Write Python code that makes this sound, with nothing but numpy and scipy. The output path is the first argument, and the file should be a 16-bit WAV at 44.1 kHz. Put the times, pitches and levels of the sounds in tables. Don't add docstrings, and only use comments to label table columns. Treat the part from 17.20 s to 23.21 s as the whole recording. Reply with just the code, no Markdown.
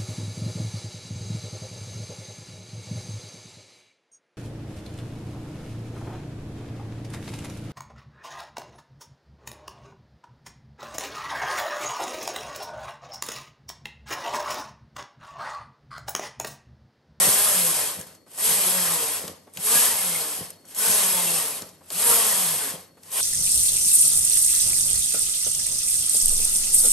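import sys
import numpy as np
from scipy import signal
from scipy.fft import rfft, irfft, next_fast_len
from scipy.io import wavfile
from scipy.ndimage import uniform_filter1d

SR = 44100
rng = np.random.default_rng(int(sys.argv[2]) if len(sys.argv) > 2 else 0)


def invert_db(x):
    u = np.asarray(x, float) / 20
    return 10 ** u


def inscribe(sig):
    pcm = np.round(np.clip(np.atleast_2d(sig).T, -1, 1) * 32767)
    wavfile.write(sys.argv[1], SR, pcm.astype(np.int16))


N = 265041

# [t/s, level/dB]
PUSH = [
    [(0, -21.5), (.08, -22), (.3, -24), (.6, -28), (.68, -31), (.75, -39.5), (.84, -49.5), (.96, -64)],
    [(1.165, -45.5), (1.185, -34), (1.25, -24), (1.31, -24.5), (1.71, -27), (1.85, -29.5), (1.96, -32),
     (2.05, -44), (2.16, -60)],
    [(2.37, -45.5), (2.46, -28), (2.52, -21), (2.65, -21.5), (2.73, -29), (2.87, -28), (3.15, -35),
     (3.25, -45.5), (3.33, -61)],
    [(3.49, -48), (3.535, -52.5), (3.56, -35.5), (3.61, -26), (3.7, -22.5), (3.95, -26.5), (4.2, -28),
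     (4.38, -38.5), (4.45, -54.5)],
    [(4.69, -54), (4.725, -36.5), (4.79, -28), (4.9, -21), (5.0, -23), (5.27, -27), (5.49, -33),
     (5.55, -44), (5.67, -62.5)],
    [(5.822, -67), (5.84, -55), (5.9, -49.5), (5.93, -32.5), (6.01, -26)],
]
# [halt t/s, creeping off t/s, rest level/dB, creep level/dB]
TURNS = [(1.015, 1.061, -78, -63.5), (2.22, 2.325, -68.5, -56), (3.38, 3.451, -68.5, -62),
         (4.577, 4.612, -67, -63), (5.72, 5.765, -75.5, -68)]
# [t/s, needle rate f/Hz, bite of the cams level/dB]
STROKES = [
    [(0, 179, -39), (.09, 199, -40.5), (.27, 210, -40.5), (.36, 188, -48), (.54, 156, -43), (.75, 140, -53)],
    [(1.2, 200, -50), (1.29, 232, -43.5), (1.47, 183, -43.5), (1.56, 186, -41), (1.83, 154, -43),
     (2.0, 140, -47.5)],
    [(2.42, 205, -50.5), (2.55, 236, -36), (2.68, 252, -40), (2.78, 199, -48), (2.96, 163, -51.5),
     (3.15, 146, -48.5)],
    [(3.58, 208, -50), (3.67, 230, -40.5), (3.85, 187, -43.5), (3.94, 183, -44.5), (4.12, 168, -41.5),
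     (4.35, 140, -46)],
    [(4.75, 170, -51), (4.84, 239, -39), (5.02, 227, -39.5), (5.2, 187, -48), (5.29, 167, -50.5),
     (5.5, 133, -48.5)],
]
# [f/Hz, level/dB]
BODY_RESPONSE = [(135, -32), (165, 2), (182, 5), (200, -7.5), (228, -8), (270, -10.5), (370, -9),
                 (450, -2.5), (600, -1.5), (740, -9), (960, -0.5), (1250, -10), (1450, -18), (1670, -3),
                 (2100, -15)]

# [f/Hz, level/dB]
HISS = [(5500, -31), (6800, -13.5), (7900, -5), (8800, -7), (10000, -0.5), (11200, -3), (11900, -6.5),
        (12600, -17), (13500, -28), (14250, -46), (14450, -75)]
CLATTER = [(600, -43), (950, -4.5), (1400, -16.5), (2000, -11), (2700, -3), (3250, -3), (3800, -4),
           (5200, -1.5), (6600, -4), (7400, -11.5), (8500, -7)]
RUMBLE = [(130, -16), (200, -4.5), (330, -12.5), (450, 0), (650, 0.5), (830, -3.5), (1050, -7.5),
          (1400, -13), (2000, -11), (2800, -28)]
TABLE = [(20, -36), (40, -19), (65, -17), (95, -2), (130, -20), (170, -0.5), (240, -58)]
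# [f/Hz, level/dB]
GLINT = [(14300, -50), (14550, 0), (15750, -1), (15880, -60)]
# [f/Hz, bandwidth/Hz, level/dB]
PLATES = [(410, 18, -58.5), (762, 20, -56.5), (1070, 33, -49), (1680, 130, -71), (3220, 45, -47.5),
          (5130, 29, -47.5), (9030, 190, -30.5), (11140, 280, -27.5)]
# [f/Hz, level/dB]
RUSH_TOP = [(12800, 0), (14300, -4), (14600, -60)]
# [f/Hz, level/dB]
ROOM_TONE = [(25, -21), (60, -23), (100, 9), (220, 16.5), (600, 9), (850, -18), (1500, -24), (4000, -26),
             (12000, -30), (13000, -52)]

# [t/s, table level/dB, carriage level/dB]
KNOCKS = [(0.069, -30, -26.5), (0.786, -40, -38), (1.307, -34.5, -40), (2.039, -43, -37),
          (2.095, -43, -37.5), (2.385, -41, -43), (2.553, -36, -35), (3.207, -38, -36), (3.694, -39, -41),
          (4.42, -44, -40.5), (4.899, -41, -31.5), (5.536, -40, -36.5)]
# [delay t/s, level/dB]
BUMPS = [(-.022, -8), (0, -1), (.019, -6), (.041, -11.5)]
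# [f/Hz, level/dB, decay by 60 dB t/s]
KNOCK_MODES = [(94, -16, 0.23), (132, -5, 0.15), (181.3, 3, 0.22), (300, 6, 0.025), (513, 6, 0.056),
               (606, -2, 0.028), (790, -43, .04)]
# [t/s, peak level/dB, pitch f/Hz, dull tap level/dB]
CLICKS = [(0.812, -30, 7696, -59), (0.949, -44, 6010, -67), (1.064, -61, 4376, -43.5),
          (1.115, -44, 8970, -51), (1.1765, -30, 8184, -32), (2.0788, -26.5, 3250, -33),
          (2.27, -59, 2520, -39.5), (2.3367, -40, 9140, -55), (2.3725, -24.5, 3280, -32.5),
          (3.3038, -27.5, 9700, -56), (3.4404, -67, 4380, -42.5), (3.453, -45, 6800, -66),
          (3.485, -42, 8970, -60), (3.5475, -28, 8150, -42), (4.4202, -27.5, 5000, -32),
          (4.469, -48, 8900, -55), (4.49, -41, 6940, -55), (4.608, -58, 9220, -40.5),
          (4.7032, -25.5, 3500, -30.5), (5.77, -59, 4430, -43.5), (5.8334, -40.5, 6400, -66),
          (5.9171, -29, 8500, -45)]
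# [f/Hz, level/dB]
CLICK_TOP = [(13000, 0), (14500, -16)]
# [t/s, duration t/s, level/dB]
RING = [(.82, .34, -63), (2.0, 0.2496, -61), (3.24, 0.33, -58), (4.4, 0.19, -61), (5.548, .29, -62)]
# [f/Hz, level/dB]
BED_MODES = [(4310, -11), (4340, -8), (4352, -5), (4374, 3), (4392, -8), (4408, -2), (11750, -5)]
# [f/Hz, left-right likeness, phase lead of the right/rad, left over
# right level/dB]
PORTS = [(100, .99, 0, 0), (250, .93, 0, .5), (600, .62, 0, .3), (1500, .7, .2, 1.0), (3000, .56, -.7, 2.4),
         (4000, .68, -.3, 1.5), (5300, .48, -.5, 3.0), (6300, .68, -.2, 2.2), (7100, .55, -.45, 5.0),
         (7700, .85, -.9, 1.5), (8500, .96, 0, .3), (10220, .998, 3.14, 0), (11780, .999, 6.2, 0),
         (12250, .999, 6.4, 0), (13250, .999, 9.3, 0), (14250, .999, 9.5, 0), (14650, .999, 12.56, 0)]

FULL_PUSH_DB, SET_OFF_S = -24, 0.012
JERK_DB, JERK_GROWS, JERKS_PER_S = 0.35, 0.05, 30
# (level/dB at full push, share of the swing, lag t/s)
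CLATTER_LAW, RUMBLE_LAW, TABLE_LAW = (-28.5, 0.86, 0.011), (-35, 0.62, 0.04), (-58.5, 0.29, 0.077)
RUMBLE_SHUDDER_DB, TABLE_SHUDDER_DB, SHUDDER_T60_S = -6.5, -11, 0.083
HUM_DB, HUM_FOLLOWS = -44.5, 0.44
BRIGHT_DB_PER_RATE, USUAL_RATE = 0.06, 203
CLICK_T60_S, RING_FADE_DB_PER_S = 0.024, 36
ROOM_DB, ROOM_T60_S = -61, 0.45


def rms_one(x):
    return x / np.sqrt(np.mean(x ** 2) + 1e-20)


def in_time(rows):
    s, *columns = np.transpose(rows)
    return [np.interp(np.arange(N) / SR, s, c) for c in columns]


def during(spans):
    t = np.arange(N) / SR
    inside = sum(1. * (t >= start) * (t < end) for start, end in spans)
    return uniform_filter1d(inside, size=2001, mode="nearest")


def shaped(x, points, column=1, gain=invert_db):
    size = next_fast_len(N + 4096)
    hz = np.maximum(np.arange(size // 2 + 1) * SR / size, 1)
    table = np.array(points)
    curve = np.interp(np.log(hz), np.log(table[:, 0]), table[:, column])
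    return irfft(rfft(x, size) * gain(curve), size)[..., :N]


def flutter(rate):
    r = np.exp(-2 * np.pi * rate / SR)
    slow = signal.lfilter([1], [1, -2 * r, r * r], rng.standard_normal(N + 8000))
    return rms_one(slow[8000:])


def ring(force, hz, t60):
    r, w = invert_db(-60 / (t60 * SR)), 2 * np.pi * hz / SR
    return signal.lfilter([0, np.sin(w)], [1, -2 * r * np.cos(w), r * r], force + 1e-18)


def resonance(force, hz, width):
    r = np.exp(-np.pi * width / SR)
    poles = [1, -2 * r * np.cos(2 * np.pi * hz / SR), r * r]
    return signal.lfilter([(1 - r * r) / 2, 0, (r * r - 1) / 2], poles, force)


def push():
    curve = [row for stroke in PUSH for row in stroke]
    for halt, off, rest, creep in TURNS:
        curve += [(halt, rest), (off, rest), (off + SET_OFF_S, creep)]
    push_db = in_time(sorted(curve))[0] - FULL_PUSH_DB
    jerk_db = JERK_DB + JERK_GROWS * np.clip(-push_db, 0, 35)
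    return push_db + jerk_db * flutter(JERKS_PER_S)


def follow(push_db, law):
    level_db, share, lag_s = law
    r = np.exp(-1 / (max(lag_s, .001) * SR))
    gain = invert_db(level_db + share * push_db)
    return signal.lfilter([1 - r], [1, -r], gain, zi=[r * gain[0]])[0]


def shudder(column):
    blows = np.zeros(N)
    blows[[round(row[0] * SR) for row in KNOCKS]] = invert_db(np.array(KNOCKS)[:, column])
    return signal.lfilter([1], [1, -invert_db(-60 / (SHUDDER_T60_S * SR))], blows + 1e-18)


def hum(push_db):
    per_s, bite_db = in_time([row for stroke in STROKES for row in stroke])
    lowest_db = HUM_DB + HUM_FOLLOWS * push_db
    higher_db = bite_db - 2.0 + BRIGHT_DB_PER_RATE * (per_s - USUAL_RATE)
    levels_db = lowest_db, bite_db, higher_db
    needle = np.cumsum(per_s * (1 + 0.00385 * flutter(21.1))) / SR
    body, tone = np.array(BODY_RESPONSE), 0
    for k in range(1, 10):
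        body_db = np.interp(np.log(k * per_s), np.log(body[:, 0]), body[:, 1])
        db = body_db + levels_db[min(k // 2, 2)]
        waver = invert_db(db + (1.5 if k == 1 else 5) * flutter(12))
        tone = tone + np.sqrt(2) * waver * np.sin(2 * np.pi * (k * needle + rng.random()))
    strokes = during([(rows[0][0], rows[-1][0]) for rows in STROKES])
    return needle, strokes * tone


def contacts(needle, per_s, spread_db, beat, flutter_db):
    bunch = 1 + np.clip(beat, 0, 1) * np.cos(2 * np.pi * needle)
    bunch = bunch * invert_db(flutter_db * (flutter(64) + flutter(220)))
    hit = rng.random((3, N)) < per_s / SR
    sizes = invert_db(spread_db * np.minimum(rng.exponential(1, (3, N)), 4))
    sizes = sizes * rng.choice([-1, 1], (3, N))
    return bunch * (rms_one(hit * sizes) + 1.07 * rng.standard_normal((3, N)))


def top_glint(fine, push_db):
    glint = 0
    for hz in (14550, 14800, 15050, 15350, 15700):
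        on = uniform_filter1d(1. * (flutter(7) + push_db / 22 > .35), size=400)
        tone = rms_one(resonance(resonance(fine[0], hz, 200), hz, 200))
        glint = glint + invert_db(-51 + .6 * push_db) * on * tone
    return shaped(glint, GLINT)


def ringing_parts(coarse, clatter, hiss):
    parts = 0
    for hz, width, db in PLATES:
        drive = clatter if hz < 7000 else hiss * invert_db(-7.5)
        gain = drive * invert_db(db + 28.0 + 3.6 * flutter(6.9))
        parts = parts + gain * rms_one(resonance(coarse, hz, width))
    for hz in np.geomspace(1200, 6800, 16):
        flare = clatter * invert_db(-24 + 5.5 * flutter(9))
        parts = parts + flare * rms_one(resonance(coarse, hz, 60 + hz / 50))
    return parts


def rush(needle, push_db):
    hiss, clatter = invert_db(FULL_PUSH_DB + push_db), follow(push_db, CLATTER_LAW)
    rumble = follow(push_db, RUMBLE_LAW) + invert_db(RUMBLE_SHUDDER_DB) * shudder(column=2)
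    table = follow(push_db, TABLE_LAW) + invert_db(TABLE_SHUDDER_DB) * shudder(column=1)
    fine = contacts(needle, 7000, spread_db=0.5, beat=0.024, flutter_db=0.18)
    coarse = contacts(needle, 2000, spread_db=1.0, beat=0.017, flutter_db=-0.38)
    out = hiss * invert_db(2.0) * rms_one(shaped(fine, HISS))
    out += clatter * rms_one(shaped(0.82 * fine + 0.59 * coarse, CLATTER))
    out += rumble * invert_db(-4.5) * rms_one(shaped(coarse, RUMBLE))
    out = shaped(out + ringing_parts(coarse, clatter, hiss), RUSH_TOP)
    out[0] += top_glint(fine, push_db)
    return out + table * invert_db(3.5) * rms_one(shaped(rng.standard_normal((3, N)), TABLE))


def room_tone():
    return invert_db(ROOM_DB) * rms_one(shaped(rng.standard_normal((3, N)), ROOM_TONE))


def knocks():
    rows, out = np.array(KNOCKS), np.zeros(N)
    chance = rng.standard_normal((len(rows), len(KNOCK_MODES), len(BUMPS)))
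    for k, (hz, db, t60) in enumerate(KNOCK_MODES):
        struck_db = rows[:, 1 if hz < 250 else 2] + db
        blows = np.zeros(N)
        for j, (late_s, loss_db) in enumerate(BUMPS):
            at = np.round((rows[:, 0] + late_s) * SR).astype(int)
            blows[at] = invert_db(struck_db + loss_db + 2.0 * chance[:, k, j]) * (-1) ** k
        force = signal.lfilter([1], [1, -np.exp(-2.5 * hz / SR)], blows * 5 * hz / SR)
        out += ring(force, hz, t60)
    return signal.lfilter(*signal.butter(2, 70, "high", fs=SR), out)


def clicks():
    length = 8000
    out, t = np.zeros(N + length), np.arange(length) / SR
    noise = rng.standard_normal((len(CLICKS), 2, length))
    bright_fade = (1 - np.exp(-t / 0.00012)) * invert_db(-60 * t / CLICK_T60_S)
    tap_fade = (1 - np.exp(-t / 0.0081)) * invert_db(-60 * t / 0.068)
    for (s, peak_db, hz, low_db), (sharp, dull) in zip(CLICKS, noise):
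        pitched = sharp + 1.5 * resonance(sharp, hz, 2500)
        bright = rms_one(signal.lfilter(*signal.butter(2, hz * .55, "high", fs=SR), pitched))
        tap = rms_one(resonance(resonance(dull, 280, 650), 320, 1150))
        snap = invert_db(peak_db + 1.5) * bright_fade * bright + invert_db(low_db + 1.5) * tap_fade * tap
        start = round(s * SR)
        out[start:start + length] += snap
    return shaped(out[:N], CLICK_TOP)


def bed_ring():
    fades = []
    for s, length, db in RING:
        fades += [(s, db), (s + length, db - RING_FADE_DB_PER_S * length)]
    level_db, = in_time(fades)
    t, modes = np.arange(N) / SR, 0
    for hz, db in BED_MODES:
        modes = modes + invert_db(db + 1.5 * flutter(5)) * np.sin(2 * np.pi * (hz * t + rng.random()))
    return during([(s, s + length) for s, length, db in RING]) * invert_db(level_db) * rms_one(modes)


def room(x):
    t = np.arange(SR // 2) / SR
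    tails = rng.standard_normal((2, len(t))) * invert_db(-60 * t / ROOM_T60_S) * (t > .003)
    return signal.fftconvolve(x[None], tails / np.sqrt(np.sum(tails[0] ** 2)), axes=1)[:, :N]


def ports(direct, diffuse):
    near = shaped(direct, PORTS, column=1, gain=lambda c: np.sqrt(np.clip(c, 0, 1)))
    far = shaped(diffuse, PORTS, column=1, gain=lambda c: np.sqrt(1 - np.clip(c, 0, 1)))
    left = shaped(near, PORTS, column=2, gain=lambda p: np.exp(-.5j * p)) + far[0]
    right = shaped(near, PORTS, column=2, gain=lambda p: np.exp(.5j * p)) + far[1]
    left = shaped(left, PORTS, column=3, gain=lambda d: invert_db(d / 2))
    right = shaped(right, PORTS, column=3, gain=lambda d: invert_db(-d / 2))
    return np.array([left, right])


def scene():
    push_db = push()
    needle, tone = hum(push_db)
    shower = rush(needle, push_db) + room_tone()
    solid = tone + knocks() + clicks() + bed_ring()
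    return ports(shower[0] + solid, shower[1:] + invert_db(-5) * room(solid))


def top_cut(x):
    return signal.sosfilt(signal.butter(12, 15900, fs=SR, output="sos"), x)


def record(dry):
    dry = signal.sosfilt(signal.butter(2, 60, "high", fs=SR, output="sos"), dry)
    dry = signal.sosfilt(signal.cheby2(12, 80, 18000, fs=SR, output="sos"), dry)
    return top_cut(dry)


dry = scene()
out = record(dry)
inscribe(out)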